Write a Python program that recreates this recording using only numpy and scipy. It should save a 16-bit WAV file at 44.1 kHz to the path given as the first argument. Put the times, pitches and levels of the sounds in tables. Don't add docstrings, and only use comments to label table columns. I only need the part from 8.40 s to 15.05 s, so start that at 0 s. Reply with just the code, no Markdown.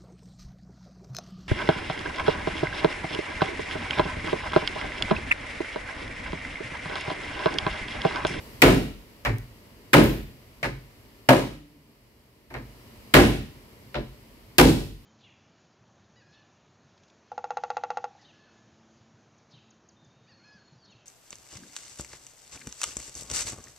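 import sys
import numpy as np
from scipy import signal
from scipy.fft import rfft, irfft, next_fast_len
from scipy.io import wavfile

SR = 44100
rng = np.random.default_rng(int(sys.argv[2]) if len(sys.argv) > 2 else 0)


def to_wav(sig):
    pcm = np.clip(np.atleast_2d(sig), -1, 1) * 32767
    pcm = np.round(pcm).astype(np.int16)
    wavfile.write(sys.argv[1], SR, pcm.T)


def nominal_scale(level):
    x = np.asarray(level, float) / 20
    return 10 ** x


N = 293265

# (time [s], level [dB], panel boom [dB], brightness [dB], crack of the first touch [dB])
HARD_BLOWS = [
    (.2190, 2.5, 7, -10, -2.5),
    (1.5315, 0.5, 9.5, -9.5, -17),
    (4.7379, 4, 8, -9, -34),
    (6.1823, 0.5, 14, -1.5, -1),
]
LIGHT_TAPS = [
    (0.8497, -15.5, 1.7, -18, -25),
    (2.229, -17, -0.6, -13, -34),
    (4.102, -40.5, 7.5, -29, -54),
    (4.1400, -28.5, 3, -17, -39.5),
]
SOFT_TAPS = [
    (5.5430, -28, 9.5, -5, -44),
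]
EDGE_BLOWS = [
    (2.8873, -1.6, 3.6, -9, -18),
]
# (frequency [Hz], likeness [0..1])
STEREO_LIKENESS = [(50, 0.91), (250, 0.92), (600, 0.53), (1200, 0.13), (4000, 0.08), (16000, 0.078)]


def at_hz(points, hz):
    grid, *columns = np.transpose(points)
    return [np.interp(np.log(hz), np.log(grid), column) for column in columns]


def rms_one(x):
    return x / np.sqrt(np.mean(x ** 2) + 1e-20)


def dying(seconds, t60):
    return nominal_scale(-60 * seconds / t60)


def lingering(seconds, t60, hold_s):
    return dying(np.hypot(seconds, hold_s) - hold_s, t60)


def band_pass(low_hz, high_hz):
    return signal.butter(2, [low_hz, high_hz], "band", fs=SR, output="sos")


def bands():
    edges_hz = 28 * 2 ** np.arange(0, 9.3, .4)
    return [(np.sqrt(low * high), band_pass(low, high)) for low, high in zip(edges_hz, edges_hz[1:])]


def stereo_pair(noises, hz):
    alike = np.clip(at_hz(STEREO_LIKENESS, hz)[0], 0, 1)
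    return np.sqrt(1 + alike) * noises[0] + np.sqrt(1 - alike) * noises[1] * [[1], [-1]]


def coloured(x, points):
    size = 2 * next_fast_len(N // 2 + 1)
    hz = np.maximum(np.arange(size // 2 + 1) * SR / size, 1)
    cepstrum = irfft(np.log(nominal_scale(at_hz(points, hz)[0])), size)
    causal = np.r_[cepstrum[0], 2 * cepstrum[1:size // 2], np.zeros(size // 2)]
    return irfft(rfft(x, size) * np.exp(rfft(causal)), size)[..., :N]


def lay(blows, sounds):
    out = np.zeros(sounds.shape[1:-1] + (N + sounds.shape[-1],))
    for blow, sound in zip(blows, sounds):
        at = round(blow[0] * SR)
        out[..., at:at + sound.shape[-1]] += sound
    return out[..., :N]


def struck(blows, mid_db):
    colours = []
    for s, db, boom, bright, crack in blows:
        weakness = max(4.5 - db, 0) / 20
        top = bright - 6.5 - 5.0 * weakness ** 3.8
        colours.append((s, db, boom, mid_db + .6 * boom, bright, top))
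    return colours


def blow_db(blows, hz):
    colour_hz = [250, 750, 2300, 4000, 12000]
    return np.array([db + np.interp(np.log(hz), np.log(colour_hz), [boom, mid, 0, bright, top])
                     for s, db, boom, mid, bright, top in blows])


def input_gain_db():
    # (time [s], gain [dB], creep [dB/s])
    gain_steps = [
        (0, 6, -4),
        (.23, -.5, -0.8),
        (2.9, -7, -0.9),
        (4.103, -1.5, 5.0),
        (4.75, 0.2, -1.8),
    ]
    t = np.arange(N) / SR
    latest = np.searchsorted([step[0] for step in gain_steps[1:]], t)
    s, db, creep = np.array(gain_steps)[latest].T
    return db + creep * (t - s)


def background(spectrum, level_db):
    mid, side = coloured(rng.standard_normal((2, N)), spectrum)
    unlike = [(hz, 10 * np.log10((1.001 - min(alike, 1)) / (1 + alike))) for hz, alike in STEREO_LIKENESS]
    return nominal_scale(level_db) * rms_one(mid + coloured(side, unlike) * [[1], [-1]])


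def room_tone():
    # (frequency [Hz], density [dB per Hz])
    hum_spectrum = [(20, -30.5), (45, -4), (92, -6.5), (124, -3.5), (166, -14), (234, -6.5), (335, -14),
                    (429, -12), (517, -18.5), (568, -15.5), (787, -24.5), (964, -20), (1400, -29.5),
                    (1820, -61), (3080, -120)]
    # (frequency [Hz], density [dB per Hz])
    hiss_spectrum = [(760, -48.5), (1300, -11.5), (1800, -4), (2060, -2), (2650, -6), (2880, -3.5),
                     (3470, -10), (4700, -7), (6570, -15), (8010, -13.5), (9370, -16), (12000, -8.5),
                     (15800, -17.5)]
    gain_db = input_gain_db()
    return background(hum_spectrum, -51 + gain_db) + background(hiss_spectrum, -56.5 + gain_db)


def ticks():
    # (time [s], level [dB])
    lift_offs = [
        (.952, -52),
        (.984, -32),
    ]
    touches = [(blow[0], blow[-1]) for blow in HARD_BLOWS + LIGHT_TAPS + SOFT_TAPS + EDGE_BLOWS] + lift_offs
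    snaps = rng.standard_normal((len(touches), 2, 500)) * dying(np.arange(500) / SR, .007)
    burst = lay(touches, nominal_scale(np.array(touches)[:, 1])[:, None, None] * snaps)
    return signal.sosfilt(signal.butter(1, 3000, "high", fs=SR, output="sos"), burst)


def clear_modes(blows, modes, level_db, spread_db, wobble_db):
    age = np.arange(int(.7 * SR)) / SR
    sounds = 0
    for hz, db, t60 in modes:
        luck_db = spread_db * rng.standard_normal(len(blows))
        gains = nominal_scale(blow_db(blows, hz) + db + level_db + luck_db)
        knots = rng.standard_normal((len(blows), 22))
        beats = np.array([np.interp(age * 30, np.arange(22), row) for row in knots])
        swell = 1 - np.exp(-age / min(6.5 / hz, .03))
        decay = lingering(age, 0.64 * t60, min(28.0 / hz, .07))
        swing = np.sin(2 * np.pi * hz * age + 0.85 * beats[::-1])
        sounds = sounds + gains[:, None] * nominal_scale(wobble_db * beats) * swell * decay * swing
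    return lay(blows, sounds)


def crowd(blows, level_db, ring_share, hold_s):
    # (frequency [Hz], level [dB], rise [s], t60 [s])
    dense_modes = [(45, -36.5, .03, 0.28), (89, -15, 0.032, 0.25), (190, -12, 0.02, 0.35),
                   (328, -3, 0.069, 0.3), (490, -1, 0.0084, 0.27), (776, 3, 0.0087, 0.21),
                   (1290, -1, 0.0016, .22), (2270, -2.5, 0.00046, 0.28), (3500, -2, 0.00099, 0.35),
                   (6000, -4.5, 0.00057, 0.41), (12000, 2.5, 0.00082, 0.3), (16100, -5, .0003, .1)]
    sounds, age = 0, np.arange(SR // 2) / SR
    white = rng.standard_normal((2, 2, len(blows), 1, len(age)))
    lumps_db = 1.9 * rng.standard_normal((len(blows), 1, len(age) // 150))
    lumps = nominal_scale(np.repeat(lumps_db, 150, axis=2))
    for k, (hz, sos) in enumerate(bands()):
        db, rise, t60 = at_hz(dense_modes, hz)
        swell = 1 - np.exp(-age / max(rise * ring_share, 1e-4))
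        decay = lingering(age, 0.79 * t60 * ring_share, hold_s + 1.07 * rise)
        shape = swell * decay * np.sqrt(SR / hz)
        rings = stereo_pair(signal.sosfilt(sos, white[k % 2] * shape * lumps), hz)
        sounds = sounds + nominal_scale(blow_db(blows, hz) + db + level_db)[:, None, None] * rings
    return lay(blows, sounds)


def seams():
    # (time [s], level [dB], t60 [s])
    buzzes = [
        (.23, -32, 0.15),
        (1.625, -23.5, 0.24),
        (1.72, -42.5, 0.11),
        (2.9, -32.5, 0.2),
        (4.75, -37, 0.23),
        (6.19, -27, 0.33),
    ]
    t = np.arange(N) / SR
    shake = 0
    for s, db, t60 in buzzes:
        loosening = 1 - np.exp(-np.maximum(t - s, 0) / .012)
        shake = shake + nominal_scale(db) * loosening * dying(np.abs(t - s), t60)
    hits = rng.random((2, N)) < 1200 / SR
    grains = hits * nominal_scale(3.0 * rng.exponential(1, (2, N))) * rng.standard_normal((2, N))
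    bright = signal.sosfilt(band_pass(11500, 14500), grains)
    flap = nominal_scale(3 * np.sin(2 * np.pi * 55 * t))
    return shake * flap * rms_one(bright)


def shop(x):
    # (frequency [Hz], t60 [s])
    echo_decay = [(60, 0.5), (300, 0.34), (1000, 0.34), (3000, 0.44), (8000, 0.41), (16000, 0.52)]
    age = np.arange(int(.8 * SR)) / SR
    white = rng.standard_normal((2, 2, len(age)))
    echo = 0
    for k, (hz, sos) in enumerate(bands()):
        tail = white[k % 2] * dying(age, at_hz(echo_decay, hz)[0])
        echo = echo + stereo_pair(signal.sosfilt(sos, tail), hz)
    echo = echo * (1 - np.exp(-(age / 0.011) ** 2))
    return signal.fftconvolve(x[None], echo / np.sqrt(np.sum(echo ** 2) / 2))[:, :N]


def knocks():
    blows = LIGHT_TAPS + SOFT_TAPS
    puffs = rng.standard_normal((len(blows), 2000)) * dying(np.arange(2000) / SR, .03)
    burst = lay(blows, nominal_scale(np.array(blows)[:, 1] + 2.5)[:, None] * puffs)
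    return signal.sosfilt(band_pass(300, 2600), burst)


def scene():
    # (frequency [Hz], level [dB], t60 [s])
    hard_modes = [(49, -10.5, .55), (85.7, -23, 0.36), (136.6, -9, .5), (245, -13, 0.12), (260.6, -9, 0.45),
                  (299.6, -5.5, 0.47), (362.5, -2, 0.22), (417, -11.5, 0.25), (505, -9, 0.26),
                  (599, -20, 0.15), (1653, -14, 0.1), (2416, -10.5, 0.11), (2440, -8, 0.096)]
    light_modes = [(51, -8.5, 0.45), (129.6, -7.5, 0.45), (111, -14, .55), (357, -13.5, 0.23),
                   (223, -14.5, 0.086), (270.5, -14.5, 0.35), (538, -6.5, 0.12), (589, 1, 0.14),
                   (682, -10, 0.16), (906, -8, 0.18), (1810, -13, 0.097), (2180, -6, 0.13),
                   (2334, -15.5, 0.25)]
    edge_modes = [(49.7, -17.5, 0.61), (137, -2.5, 0.27), (155.5, -33.5, 1.4), (206, -8.5, 0.29),
                  (264.4, 0, 0.33), (294.6, -25, 1.28), (370, -7, 0.28), (431, -8, .27), (316.5, -7, 0.25),
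                  (534, -0.5, 0.35), (566, -0.5, 0.31), (605, 3, 0.22), (694, -11, 0.27), (751, -10.5, .18),
                  (896, -7.5, 0.21), (1657, -8, 0.16)]
    # (frequency [Hz], level [dB])
    tap_colour = [(1000, -2), (1400, -1.5), (1900, 1), (2600, -0.5), (2950, -7), (4500, 1)]
    # (frequency [Hz], level [dB])
    mic_colour = [(20, -47.5), (42, -0.5), (2500, -1.5), (3100, -1.5), (4800, 0), (6500, -2.5),
                  (9000, -2.5), (11500, -2), (14000, 0), (16000, -1)]
    firm, light = struck(HARD_BLOWS, mid_db=-8.5), struck(LIGHT_TAPS, mid_db=-8)
    soft, edge = struck(SOFT_TAPS, mid_db=-6.5), struck(EDGE_BLOWS, mid_db=-1.6)
    modes = (clear_modes(firm, hard_modes, -6.5, spread_db=-2.0, wobble_db=3.5)
             + clear_modes(light + soft, light_modes, -4.0, spread_db=3.0, wobble_db=5.5)
             + clear_modes(edge, edge_modes, -2.0, spread_db=1.5, wobble_db=3.0))
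    hard = crowd(firm, -10.0, ring_share=1.113, hold_s=.044) + seams() + ticks()
    taps = coloured(crowd(light, -8.5, ring_share=0.66, hold_s=.026), tap_colour)
    taps = taps + crowd(soft, -7.5, ring_share=0.59, hold_s=.026)
    damped = taps + crowd(edge, -10.0, ring_share=1.13, hold_s=.035)
    into_shop = hard.mean(axis=0) + nominal_scale(-2.0) * damped.mean(axis=0) + nominal_scale(-8.5) * modes
    heard = coloured(modes + hard + damped + nominal_scale(-6) * shop(into_shop), mic_colour)
    return heard + room_tone() + knocks()


def roll_off(x):
    return signal.sosfilt(signal.butter(12, 17060, fs=SR, output="sos"), x)


def record(dry):
    bass = signal.lfilter(*signal.butter(1, 60, fs=SR), dry[0])
    treble_gain, bass_gain = nominal_scale(0.2), nominal_scale(-2.5)
    left = treble_gain * dry[0] - (treble_gain - bass_gain) * bass
    right_lag_s = .00014
    right = np.interp(np.arange(N) - right_lag_s * SR, np.arange(N), dry[1])
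    ports = np.array([left, right])
    limit_db, release_db_s = -4, 39
    ramp = release_db_s * np.arange(N) / SR
    over_db = np.maximum(20 * np.log10(np.abs(ports).max(axis=0) + 1e-9) - limit_db, 0)
    held_db = np.maximum.accumulate(over_db + ramp) - ramp
    smooth_db = signal.lfilter([.008], [1, -.992], held_db)
    rounded = 1.144 * np.tanh(ports * nominal_scale(-.7 * smooth_db) / 1.126)
    band_limit = signal.ellip(12, .5, 60, 15750, fs=SR, output="sos")
    mix = signal.sosfilt(band_limit, rounded)
    return roll_off(mix)


dry = scene()
out = record(dry)
to_wav(out)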